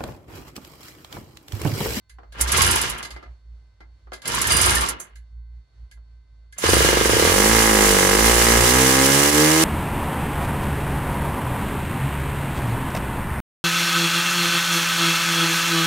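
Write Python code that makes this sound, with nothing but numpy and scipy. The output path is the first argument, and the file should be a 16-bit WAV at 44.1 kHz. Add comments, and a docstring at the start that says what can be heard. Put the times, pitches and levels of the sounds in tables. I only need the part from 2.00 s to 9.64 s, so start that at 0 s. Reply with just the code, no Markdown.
"""A small four-stroke glow engine is started on a workbench. An electric starter spins it twice in vain:
the motor whirs, unburnt fuel and air hiss out once a cycle (two shaft turns), the drive cup squeals.
At the third try it pops, catches and runs unevenly: each firing is a valve crack and an exhaust thump,
over the rush of gas and propeller. The bench wobbles in the bass, fittings tick, the small room echoes,
and a faint electric buzz fills the pauses."""
import sys
import numpy as np
from scipy import signal
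from scipy.fft import rfft, irfft, next_fast_len
from scipy.io import wavfile
from scipy.ndimage import uniform_filter1d, map_coordinates

SR = 44100
rng = np.random.default_rng(int(sys.argv[2]) if len(sys.argv) > 2 else 0)


def inscribe(sig):
    """Save sig as 16-bit PCM at rate SR to the path in sys.argv[1].

    A 1-D sig is mono; a 2-D sig holds one channel per row.
    Samples are clipped to [-1, 1] before scaling.
    """
    pcm = np.round(np.clip(np.atleast_2d(sig).T, -1, 1) * 32767)
    wavfile.write(sys.argv[1], SR, pcm.astype(np.int16))


N = 336924

# Levels are relative. A COLOUR says how strong each pitch is; RINGS are pitches a part rings at.
# Engine speed once it has caught: time_s, firings_per_s
ENGINE_SPEED = [(5.166, 31.5), (5.2, 35), (5.31, 45.9), (5.38, 50.3), (5.53, 56.2), (5.61, 55.5), (5.7, 54),
                (5.92, 49.4), (6.06, 47.6), (6.22, 55), (6.3, 58.6), (6.55, 57.3), (6.75, 63.3),
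                (6.82, 64.9), (7.01, 66.7), (7.19, 70.5), (7.43, 76.3), (7.64, 81.1)]
# Exhaust thump, valve crack, the engine's rush and its low, rough layer: pitch_hz, level_db
THUMP_COLOUR = [(100, -31), (200, -4.5), (330, -0.5), (450, 3.5), (560, -3.5), (640, -4), (800, -7),
                (1300, -23), (4000, -76.5)]
CRACK_COLOUR = [(200, -30), (650, -5), (1000, 0), (1300, -1.5), (2150, -3), (2600, -11), (4000, -18),
                (12000, -40)]
ROAR_COLOUR = [(900, -21.5), (2300, -0.5), (4000, -2), (6000, 0.5), (9200, -1), (11500, -2.5), (13000, -10),
               (15500, -10), (16400, -40)]
LOW_ROAR_COLOUR = [(60, -30), (150, -2), (2000, 0), (3500, -30)]
# Muffler, exhaust pipe and casing: pitch_hz, width_hz, level_db
MUFFLER_RINGS = [(339, 60, -5.5), (449.6, 16, 0.5), (532, 13, 1.5)]
PIPE_RINGS = [(830.7, 41, 4.5), (969, 25, 3.5), (1112, 27, 1), (1642, 61, 3.5), (2128, 20, 3.5)]
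CASING_RINGS = [(373.3, 220, -8.5), (950, 180, 1.5), (1170, 120, -4.5), (1384, 31, 1.5), (1627, 150, -2),
                (1867, 71, -5.5), (2113, 67, -2), (2885, 83, 0.5)]
# Quick echoes of the crack, a left list and a right list: delay_s, level_db
CRACK_ECHOES = [
    [(.001, -11), (.0027, -8), (.0048, -5), (.0067, -6), (.0088, -2)],
    [(.0024, -1), (.0046, -6), (.0062, -2), (.0077, -1.5)],
]
# Loudness of the gas and propeller rush: time_s, level_db
ROAR_LEVELS = [(4.58, -43.5), (4.645, -35.5), (4.71, -24.5), (4.995, -27.5), (5.37, -21.5), (6.495, -22.5),
               (6.655, -22), (7.64, -22)]
# The starter turning the engine, one list a try: time_s, cycles_so_far, burst_db
TRIES = [
    [(.4095, 0, -6), (.5167, 1, -9.5), (.5711, 2, -7.5), (.6619, 4, -8.5), (.7552, 6, -12.5),
     (.8126, 7, -12), (.8959, 8, -18), (.9792, 9, -30.5)],
    [(2.2752, 0, -16), (2.3444, 1, -15), (2.4139, 2, -9.5), (2.4693, 3, -11), (2.5194, 4, -8),
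     (2.7496, 9, -10.5), (2.808, 10, -14.5), (2.8858, 11, -13.5)],
    [(4.639, 0, -11), (4.69, 1, -9.5), (4.733, 2, -6.5), (4.768, 3, -8.5), (4.806, 4, -9), (5.011, 9, -8.5),
     (5.056, 10, -9), (5.133, 12, -8), (5.166, 13, -9.5)],
]
# Loudness of the starter's whir, one list a try: time_s, level_db
WHIR_LEVELS = [
    [(.32, -65.5), (.355, -43.5), (.405, -30), (.465, -34.5), (.535, -22), (.615, -20), (.845, -27.5),
     (.96, -35.5), (1.17, -52.5), (1.325, -72.5)],
    [(2.22, -63.5), (2.255, -35), (2.31, -28.5), (2.495, -25.5), (2.51, -22.5), (2.68, -21), (2.845, -28.5),
     (2.922, -33.5), (2.96, -43), (3.07, -54), (3.17, -65)],
    [(4.559, -58), (4.644, -22.5), (4.89, -22), (5.04, -25), (5.3, -21.5), (5.451, -52.5)],
]
# The starter's whir and the jet of unburnt gas: pitch_hz, level_db
WHIR_COLOUR = [(65, -27.5), (110, 2), (214, -3.5), (339, -3.5), (688, -8), (1130, -4.5), (1460, -4),
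               (2900, -3.5), (4880, -5), (10800, -12.5), (14700, -27), (16000, -37)]
JET_COLOUR = [(1760, -35.5), (3000, -7.5), (5440, 0), (7720, 1), (9140, -6), (10700, -8), (16000, -19.5)]
# Squeals of the drive cup: start_s, length_s, low_tone_db, high_tone_db
SQUEALS = [(.61, .04, -29, -31), (0.675, .04, -26, -27), (2.504, .09, -21, -23.5), (2.621, .055, -27, -25),
           (2.69, .1, -38.5, -30), (4.679, 0.08, -24, -28)]
# The cup slipping on the propeller's nose cone: start_s, pitch_hz, level_db
SLIPS = [(0.586, 1091, -23.5), (2.339, 985, -30.5), (2.378, 1110, -29), (2.451, 1814, -24.5),
         (2.509, 2870, -25.5), (2.538, 2893, -26), (2.675, 2890, -28.5), (2.765, 1798, -25),
         (2.833, 1146, -24.5)]
# Small contacts between parts: start_s, level_db, kind
CONTACTS = [(0.096, -53, "clip"), (0.1855, -45.5, "knock"), (0.2322, -49.5, "knock"),
            (0.323, -44.5, "clank"), (1.0275, -29, "clank"), (1.049, -37, "clank"), (1.106, -36, "clank"),
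            (1.1627, -42, "seat"), (1.2273, -45.5, "seat"), (1.26, -53, "knock"), (1.8047, -49, "seat"),
            (2.0704, -52, "knock"), (2.1192, -38, "seat"), (2.133, -34, "clank"), (2.219, -40.5, "clank"),
            (2.255, -26, "clank"), (2.506, -18, "clank"), (3.0004, -22, "ping"), (3.1566, -54, "clip"),
            (3.9132, -54, "clip"), (3.974, -61.5, "knock"), (4.435, -71, "knock"), (4.5253, -51.5, "clip"),
            (4.5833, -20.5, "ping")]
# How hard each kind of contact shakes each part: steel_db, wood_db, clip_db, cup_db
CONTACT_KINDS = {"clip": (9.5, -18, -1.5, -9.5), "knock": (-43, -2, -35, -30),
                 "seat": (-20, 0, -6.5, -17.5), "clank": (1.5, -14.5, -13, -13),
                 "ping": (1.5, -21.5, -22.5, -33)}
# Steel fittings, wooden bench, spring clip and drive cup: pitch_hz, width_hz, level_db
STEEL_RINGS = [(6400, 500, 2.5), (7330, 92, 10.5), (9500, 99, 8.5), (10400, 98, 10.5)]
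WOOD_RINGS = [(338.4, 550, 3), (700, 330, -1), (1214, 740, 0)]
CLIP_RINGS = [(1660, 160, 4.5), (2050, 130, 5)]
CUP_RINGS = [(3300, 2400, 0), (4400, 1100, -3)]
# Swells of the bench's low wobble, in the pauses and during cranking: time_s, peak_db
BENCH_SWELLS = [(.13, -57.5), (.28, -49.5), (0.439, -32), (1.15, -45), (1.308, -43), (1.51, -41.5),
                (1.661, -45.5), (1.85, -52), (1.93, -49.5), (2.12, -43.5), (3.201, -41.5), (3.38, -37.5),
                (3.54, -36.5), (3.81, -42.5), (3.99, -44.5), (4.15, -45), (4.36, -48), (4.49, -47),
                (4.798, -28.5)]
# Standing waves in the room that lift the bass: pitch_hz, width_hz, level_db
ROOM_BOOMS = [(86, 3.4, 1.5), (211, 21, -4), (254, 32, -27.5), (336.4, 26, -7.5)]
# Standing waves that cancel it: pitch_hz, width_hz, removed_part_db
ROOM_DIPS = [(104.4, 19, -2.5), (150.5, 8.5, 6), (236.2, 8.3, -0.5)]
# Time the room's echo takes to fade by 60 dB: pitch_hz, fade_s
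ROOM_FADES = [(200, 0.33), (2000, 0.25), (10000, 0.057)]
# Overtones of the electric buzz: pitch_multiple, level_db
BUZZ_TONES = [(4, -84), (6, -79), (8, -79), (14, -86), (15, -87), (17, -77)]
# The room's quiet hush: pitch_hz, level_db
HUSH_COLOUR = [(53, -26.5), (90, -6), (122, -14), (188, -30), (1240, -35), (2690, -41.5), (4490, -41.5),
               (12000, -61.5), (15600, -94.5), (22000, -120)]
# How alike a noise is on the left and right (1 = the same): pitch_hz, likeness
STEREO_LIKENESS = [(60, 0.93), (240, 0.99), (950, 0.036), (3770, 0.029), (15000, 0.02)]
# Colour difference between the two microphones: pitch_hz, left_minus_right_db
MIC_BALANCE = [(60, -2), (150, -4.5), (380, 0), (950, 0), (2380, 1.8), (5980, -8), (15000, -6)]

THUMP_DB, CRACK_DB, CRACK_GROWS_S = -24.5, -23, 0.3
STEADY_PER_S, STUMBLE_S = 55, .000025  # each firing a second below steady adds this much timing scatter
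FALTER_AT_S, FALTER_WIDTH_S, FALTER_DB = 7.315, .012, -5  # one brief dip in the engine's level
SQUEAL_HZ, SQUEAL_WAVER_HZ = (4812, 9370), (3, 20)
BENCH_HZ, BUZZ_HZ = 56.9, 256.6


def engine():
    """The engine pops, catches and speeds up. Returns its noisy sounds and its hum separately."""
    t = np.arange(N) / SR
    rate = curves(ENGINE_SPEED)[0]
    pop_s, pop_db = strokes(TRIES[-1])
    caught_s = pop_s[-1]
    cycle = np.interp(t, pop_s, np.arange(len(pop_s)), left=-.5) + np.cumsum(rate * (t >= caught_s)) / SR
    fired = np.flatnonzero(np.diff(np.floor(cycle)) > 0) + 1  # the sample where each cycle begins
    timing_luck, thump_luck, crack_luck = rng.standard_normal((len(fired), 3)).T
    share_db = 10 * np.log10(SR / rate[fired])  # a steady level shared out among the firings
    starting = t[fired] < caught_s + .01
    starting_db = np.interp(t[fired], pop_s, pop_db)
    scatter = .7 + SR * STUMBLE_S * np.clip(STEADY_PER_S - rate[fired], 0, 8)
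    fired = np.clip(fired + np.round(scatter * timing_luck).astype(int), 0, N - 1)

    # Thump and crack both thin out by 5 dB each time the speed doubles.
    thump_db = THUMP_DB + share_db - 5 * np.log2(np.maximum(rate[fired], 50) / 60) + 0.91 * thump_luck
    growing_db = CRACK_DB - 6 * np.clip(1 - (t - caught_s) / CRACK_GROWS_S, 0, 1)
    crack_db = growing_db[fired] + share_db - 4 - 5 * np.log2(np.maximum(rate[fired], 60) / 60)
    thumps = exhaust_thumps(fired, np.where(starting, starting_db + 17, thump_db))
    cracks = valve_cracks(fired, np.where(starting, starting_db + 7, crack_db + crack_luck))
    hum = engine_hum(cycle, rate, fade_in=np.clip((t - caught_s) / 0.06, 0, 1))
    beat = 0.64 + 0.65 * np.exp(-(cycle % 1) / rate / 0.031)  # loudest as the valve opens
    roar = gas_roar() + low_roar(rate, growing_db) * np.clip((t - pop_s[0]) / .02, 0, 1)
    falter = amp(FALTER_DB * bump(FALTER_AT_S, FALTER_WIDTH_S))
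    return falter * (cracks - thumps + beat * roar), falter * hum


def exhaust_thumps(fired, db):
    """Each push of exhaust rings the muffler and reaches the right side just before the left."""
    pushes = pulses(fired, db, THUMP_COLOUR)
    thumps = filtered(pushes, lambda hz: resonant(MUFFLER_RINGS, hz) * standing_waves(hz))
    return np.array([delayed(thumps, 0.0005), delayed(thumps, 0.0002)])


def valve_cracks(fired, db):
    """Each crack of the valve rings the pipe, followed by quick echoes of wavering strength."""
    cracks = filtered(pulses(fired, db, CRACK_COLOUR), lambda hz: resonant(PIPE_RINGS, hz))
    return np.array([cracks + sum(amp(echo_db + wobble(12)) * delayed(cracks, s) for s, echo_db in side)
                     for side in CRACK_ECHOES])


def engine_hum(cycle, rate, fade_in):
    """Bench, shaft and propeller blades hum at multiples of the firing rate."""
    bench_db = -24 + 20 * np.log10(np.abs(resonant([(BENCH_HZ, 7, 0)], rate, 0.029)))  # booms near BENCH_HZ
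    blade_db = -29 + 19 * np.log2(rate / 60)  # louder with speed
    levels = {1: bench_db, 2: -29, 3: -44.5, 4: blade_db, 8: -39}  # 2 is the shaft, 4 and 8 the blades
    tones = sum(amp(db + 2.4 * wobble(13)) * np.sin(2 * np.pi * k * cycle) for k, db in levels.items())
    return filtered(np.sqrt(2) * fade_in * tones, standing_waves)


def gas_roar():
    """Exhaust gas and the propeller's wind make a fluttering rush."""
    db = curves(ROAR_LEVELS, rest=-120)[0] - 1.2
    flutter_db = 0.79 * wobble(5.4) + 0.74 * wobble(20) + 1.6 * wobble(300)
    return amp(db + flutter_db) * stereo_noise(ROAR_COLOUR, CASING_RINGS[-1:])


def low_roar(rate, db):
    """The low, rough layer of the engine's rush, weaker at high speed."""
    speed_db = -9 * np.log2(np.maximum(rate, 58) / 58)
    return amp(db - 9 + speed_db + 2 * wobble(90)) * stereo_noise(LOW_ROAR_COLOUR)


def starter():
    """The electric motor whirs and turns the humming propeller through a cup that squeals and slips."""
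    whir_db = curves(*WHIR_LEVELS, rest=-120)[0]
    whir = motor_whir(whir_db)
    squeal = cup_squeal()
    cycle = cranked_cycles()
    turning = np.clip(np.gradient(cycle) * SR / 20, 0, 1) ** 2
    blades = sum(amp(whir_db + db + 3.4 * wobble(14)) * np.sin(2 * np.pi * multiple * cycle)
                 for multiple, db in ((4, -7), (6, -15)))
    return whir + squeal + cup_slips() + turning * blades


def motor_whir(db):
    """Brush and gear noise rings in the casing; the gears mesh unevenly, so each band flickers."""
    low, middle, high = [unit(amp(1.5 * wobble(60) + 2.5 * wobble(300))) for band in range(3)]
    noise = stereo_noise(WHIR_COLOUR, CASING_RINGS)
    treble = filtered(noise, lambda hz: 1 / (1 + (3500 / (hz + 1)) ** 4))
    bass = filtered(noise, lambda hz: 1 / (1 + (hz / 1400) ** 4))
    dull = amp(2.7 * np.minimum(db + 31.5, 0))  # a slower motor loses its treble first
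    grind = low * bass + middle * (noise - bass - treble) + high * dull * treble
    return amp(db - 1.86) * (grind + amp(-5) * gear_pings())


def gear_pings(strikes_per_s=18, knock_db=-6.5):
    """Gear teeth strike each casing part at random, and the cup knocks once a shaft turn."""
    parts = len(CASING_RINGS)
    knocks = np.diff(np.floor(2 * cranked_cycles() + .3), prepend=0) * amp(knock_db)
    teeth = rng.random((parts, N)) < strikes_per_s / SR
    strikes = (teeth + knocks) * amp(4 * rng.standard_normal((parts, N)))
    rings = filtered(strikes, lambda hz: np.array([resonant([part], hz, 0) for part in CASING_RINGS]))
    flipped = rings * (-1) ** np.arange(parts)[:, None]  # makes right differ from left
    return unit(np.array([rings.sum(axis=0), flipped.sum(axis=0)]))


def cup_squeal(rise_s=0.006, fall_db_per_s=250):
    """The drive cup squeals in two unsteady tones that rise fast, sag and then die."""
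    t, levels = np.arange(N) / SR, []
    sag_db_per_s = np.array([[60], [15]])  # low tone, high tone
    for s, length_s, *db in SQUEALS:
        rise = 20 * np.log10(np.clip((t - s) / rise_s, 1e-9, 1))
        fall = sag_db_per_s * np.maximum(t - s, 0) + fall_db_per_s * np.maximum(t - s - length_s, 0)
        levels.append(np.array(db)[:, None] + rise - fall)
    squeal = 0
    for hz, db, waver_hz in zip(SQUEAL_HZ, np.max(levels, axis=0), SQUEAL_WAVER_HZ):
        pitch_hz = hz + waver_hz * wobble(60)
        squeal = squeal + amp(db + wobble(30)) * np.sin(2 * np.pi * np.cumsum(pitch_hz) / SR)
    return squeal


def cup_slips(peak_s=.0045):
    """Each slip of the cup swells and dies on one ringing part."""
    t, out = np.arange(SR // 10) / SR, np.zeros((2, N + SR))
    swell = t / peak_s * np.exp(1 - t / peak_s)
    for (s, hz, db), phase in zip(SLIPS, rng.random((len(SLIPS), 2, 1))):
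        add_at(out, s, 2 * amp(db) * swell * np.sin(2 * np.pi * (hz * t + phase)))
    return out[:, :N]


def valve_hiss(rise_s=0.0025, fade_s=0.066):
    """On the failed tries, unburnt gas jets out each time the valve opens."""
    t, puffs = np.arange(SR // 5) / SR, np.zeros(N + SR)
    for s, db in np.concatenate([strokes(rows) for rows in TRIES[:-1]], axis=1).T:
        add_at(puffs, s, amp(db + rng.normal(-6, 1) - 60 * t / fade_s) * (1 - np.exp(-t / rise_s)))
    return puffs[:N] * stereo_noise(JET_COLOUR, [(7460, 310, 1.8), (10540, 1200, 23)])


def fitting_ticks():
    """Each contact is a short scrape of noise that shakes steel fittings, bench, spring clip and cup."""
    t, shakes = np.arange(SR // 4) / SR, np.zeros((4, N + SR))
    fade_s = [[.13], [.085], [.1], [.11]]  # steel, wood, clip, cup
    for s, db, kind in CONTACTS:
        add_at(shakes, s, amp(db + np.array(CONTACT_KINDS[kind])[:, None] - 60 * t / fade_s))
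    bright = [(4500, -30), (6200, 5), (11000, 4.5), (16000, -15)]  # pitch_hz, level_db
    steel = lambda hz: amp(-11) * unit(np.abs(resonant(STEEL_RINGS, hz) * amp(along(bright, hz))))
    wood = lambda hz: amp(9) * resonant(WOOD_RINGS, hz, 0) ** 2 / (1 + 1j * hz / 1500)
    clip = lambda hz: amp(14) * resonant(CLIP_RINGS, hz, 0) ** 2
    cup = lambda hz: amp(13.5) * resonant(CUP_RINGS, hz, 0) ** 2
    return sum(filtered(shake * rng.standard_normal((2, N)), part)
               for shake, part in zip(shakes[:, :N], (steel, wood, clip, cup)))


def bench_rocking(rise_s=0.015, fade_s=0.29):
    """The bench's low wobble swells and is kicked by each compression; harder shaking lifts its pitch."""
    t, kicks = np.arange(SR // 2) / SR, np.zeros(N + SR)
    for s, db in np.concatenate([strokes(rows) for rows in TRIES], axis=1).T:
        add_at(kicks, s, amp(db - 20 - 60 * t / fade_s) * (1 - np.exp(-t / rise_s)))
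    swells = sum(amp(db) * bump(s, width_s=0.048) for s, db in BENCH_SWELLS)
    db = 20 * np.log10(kicks[:N] + swells + amp(-65))
    hz = BENCH_HZ + .25 * np.clip(db + 48, 0, 30) + 1.5 * wobble(9)
    phase = 2 * np.pi * np.cumsum(hz) / SR
    level = np.sqrt(2) * uniform_filter1d(amp(db + 3.5 * wobble(22)), size=600)
    return level * (np.sin(phase) + amp(-21.5) * np.sin(2 * phase))


def standing_waves(hz):
    """The room lifts some bass pitches and cancels others."""
    return resonant(ROOM_BOOMS, hz) * np.prod([1 - resonant([dip], hz, 0) for dip in ROOM_DIPS], axis=0)


def room_echo(x):
    """The small room's echo, with the treble dying first."""
    hz, t, noise = signal.stft(rng.standard_normal((2, SR // 2)), SR, nperseg=256)
    tail = signal.istft(noise * amp(-60 * t / along(ROOM_FADES, hz)[:, None]), SR, nperseg=256)[1]
    return signal.fftconvolve(x, tail / np.linalg.norm(tail[0]), axes=1)[:, :N]


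def buzz_and_hush():
    """A thin electric buzz over a quiet, bass-heavy hush."""
    phase = 2 * np.pi * BUZZ_HZ * np.arange(N) / SR
    buzz = sum(np.sqrt(2) * amp(db + 1.1 * wobble(9.9)) * np.sin(k * phase) for k, db in BUZZ_TONES)
    hush = amp(-64.5 + 1.5 * wobble(9) + 2 * wobble(2.5)) * stereo_noise(HUSH_COLOUR)
    return amp(-3) * buzz + hush


def strokes(rows):
    """Time and burst level of every whole cycle of one try."""
    s, cycles, db = np.transpose(rows)
    whole = np.arange(cycles[-1] + 1)
    return np.interp(whole, cycles, s), np.interp(whole, cycles, db)


def cranked_cycles():
    """Cycles turned by the starter so far."""
    t = np.arange(N) / SR
    return uniform_filter1d(sum(np.interp(t, *np.transpose(rows)[:2]) for rows in TRIES), 2000)


def pulses(fired, db, colour, size=4096):
    """The shortest pulse that has this colour, played at each firing."""
    kicks = np.zeros(N)
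    kicks[fired] = amp(db)
    cepstrum = irfft(np.log(amp(along(colour, np.fft.rfftfreq(size, 1 / SR))) + 1e-4))
    cepstrum[1:size // 2] *= 2  # folding it forward packs the energy at the pulse's start
    cepstrum[size // 2 + 1:] = 0
    pulse = irfft(np.exp(rfft(cepstrum)))
    return signal.fftconvolve(kicks, pulse / np.linalg.norm(pulse))[:N]


def stereo_noise(colour, rings=()):
    """Coloured noise, alike on left and right in the bass only."""
    def response(hz):
        angle = np.arccos(np.clip(along(STEREO_LIKENESS, hz), -1, 1)) / 2
        return amp(along(colour, hz)) * resonant(rings, hz) * [np.cos(angle), np.sin(angle)]
    mid, side = filtered(rng.standard_normal((2, N)), response)
    return np.array([mid + side, mid - side]) / np.sqrt(np.mean(mid ** 2))


def resonant(rings, hz, flat=1):
    """Ringing peaks on top of a flat response."""
    return flat + sum(amp(db) * 1j * hz * width / (pitch ** 2 - hz ** 2 + 1j * hz * width)
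                      for pitch, width, db in rings)


def filtered(x, response):
    """x with each pitch scaled by response(hz)."""
    size = next_fast_len(N + SR // 2)
    return irfft(rfft(x, size) * response(np.fft.rfftfreq(size, 1 / SR)), size)[..., :N]


def wobble(per_s):
    """A smooth curve through per_s random values a second."""
    coarse = np.arange(0, N + 16, 16)
    values = rng.standard_normal(int(N * per_s / SR) + 4)
    return np.interp(np.arange(N), coarse, map_coordinates(values, [coarse * per_s / SR]))


def curves(*tables, rest=None):
    """Each column after the time as a curve; rest holds outside a table, and the highest table wins."""
    t = np.arange(N) / SR
    return np.max([[np.interp(t, times, column, rest, rest) for column in columns]
                   for times, *columns in map(np.transpose, tables)], axis=0)


def along(points, hz):
    """A table's value at any pitch, blended on a log scale."""
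    pitches, values = np.transpose(points)
    return np.interp(np.log(hz + 1), np.log(pitches + 1), values)


def bump(s, width_s):
    """A smooth hill peaking at s seconds."""
    return np.exp(-.5 * ((np.arange(N) / SR - s) / width_s) ** 2)


def add_at(track, s, x):
    """Add x to the track at s seconds."""
    track[..., round(s * SR):][..., :x.shape[-1]] += x


def delayed(x, s):
    """x heard s seconds later."""
    return np.pad(x, (round(s * SR), 0))[:N]


def amp(db):
    """Turn decibels into a gain."""
    return 10 ** (np.asarray(db) / 20)


def unit(x):
    """x scaled to an average power of 1."""
    return x / np.sqrt(np.mean(x ** 2) + 1e-20)


def scene():
    """All sources together; the exhaust is kept drier, with less room echo than the starter."""
    exhaust, hum = engine()
    cranking = starter() + valve_hiss() + fitting_ticks()
    echo = room_echo(amp(-7.5) * cranking + amp(-13) * exhaust)
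    return exhaust + hum + cranking + echo + bench_rocking() + buzz_and_hush()


def record(dry):
    """Two microphones differ in colour; peaks are rounded off and the highest treble is cut."""
    mics = filtered(dry, lambda hz: amp(along(MIC_BALANCE, hz) * [[.5], [-.5]]))
    rounded = mics / (1 + np.abs(mics / .95) ** 4) ** (1 / 4)
    return filtered(rounded, lambda hz: hz < 16300)


dry = scene()
out = record(dry)
inscribe(out)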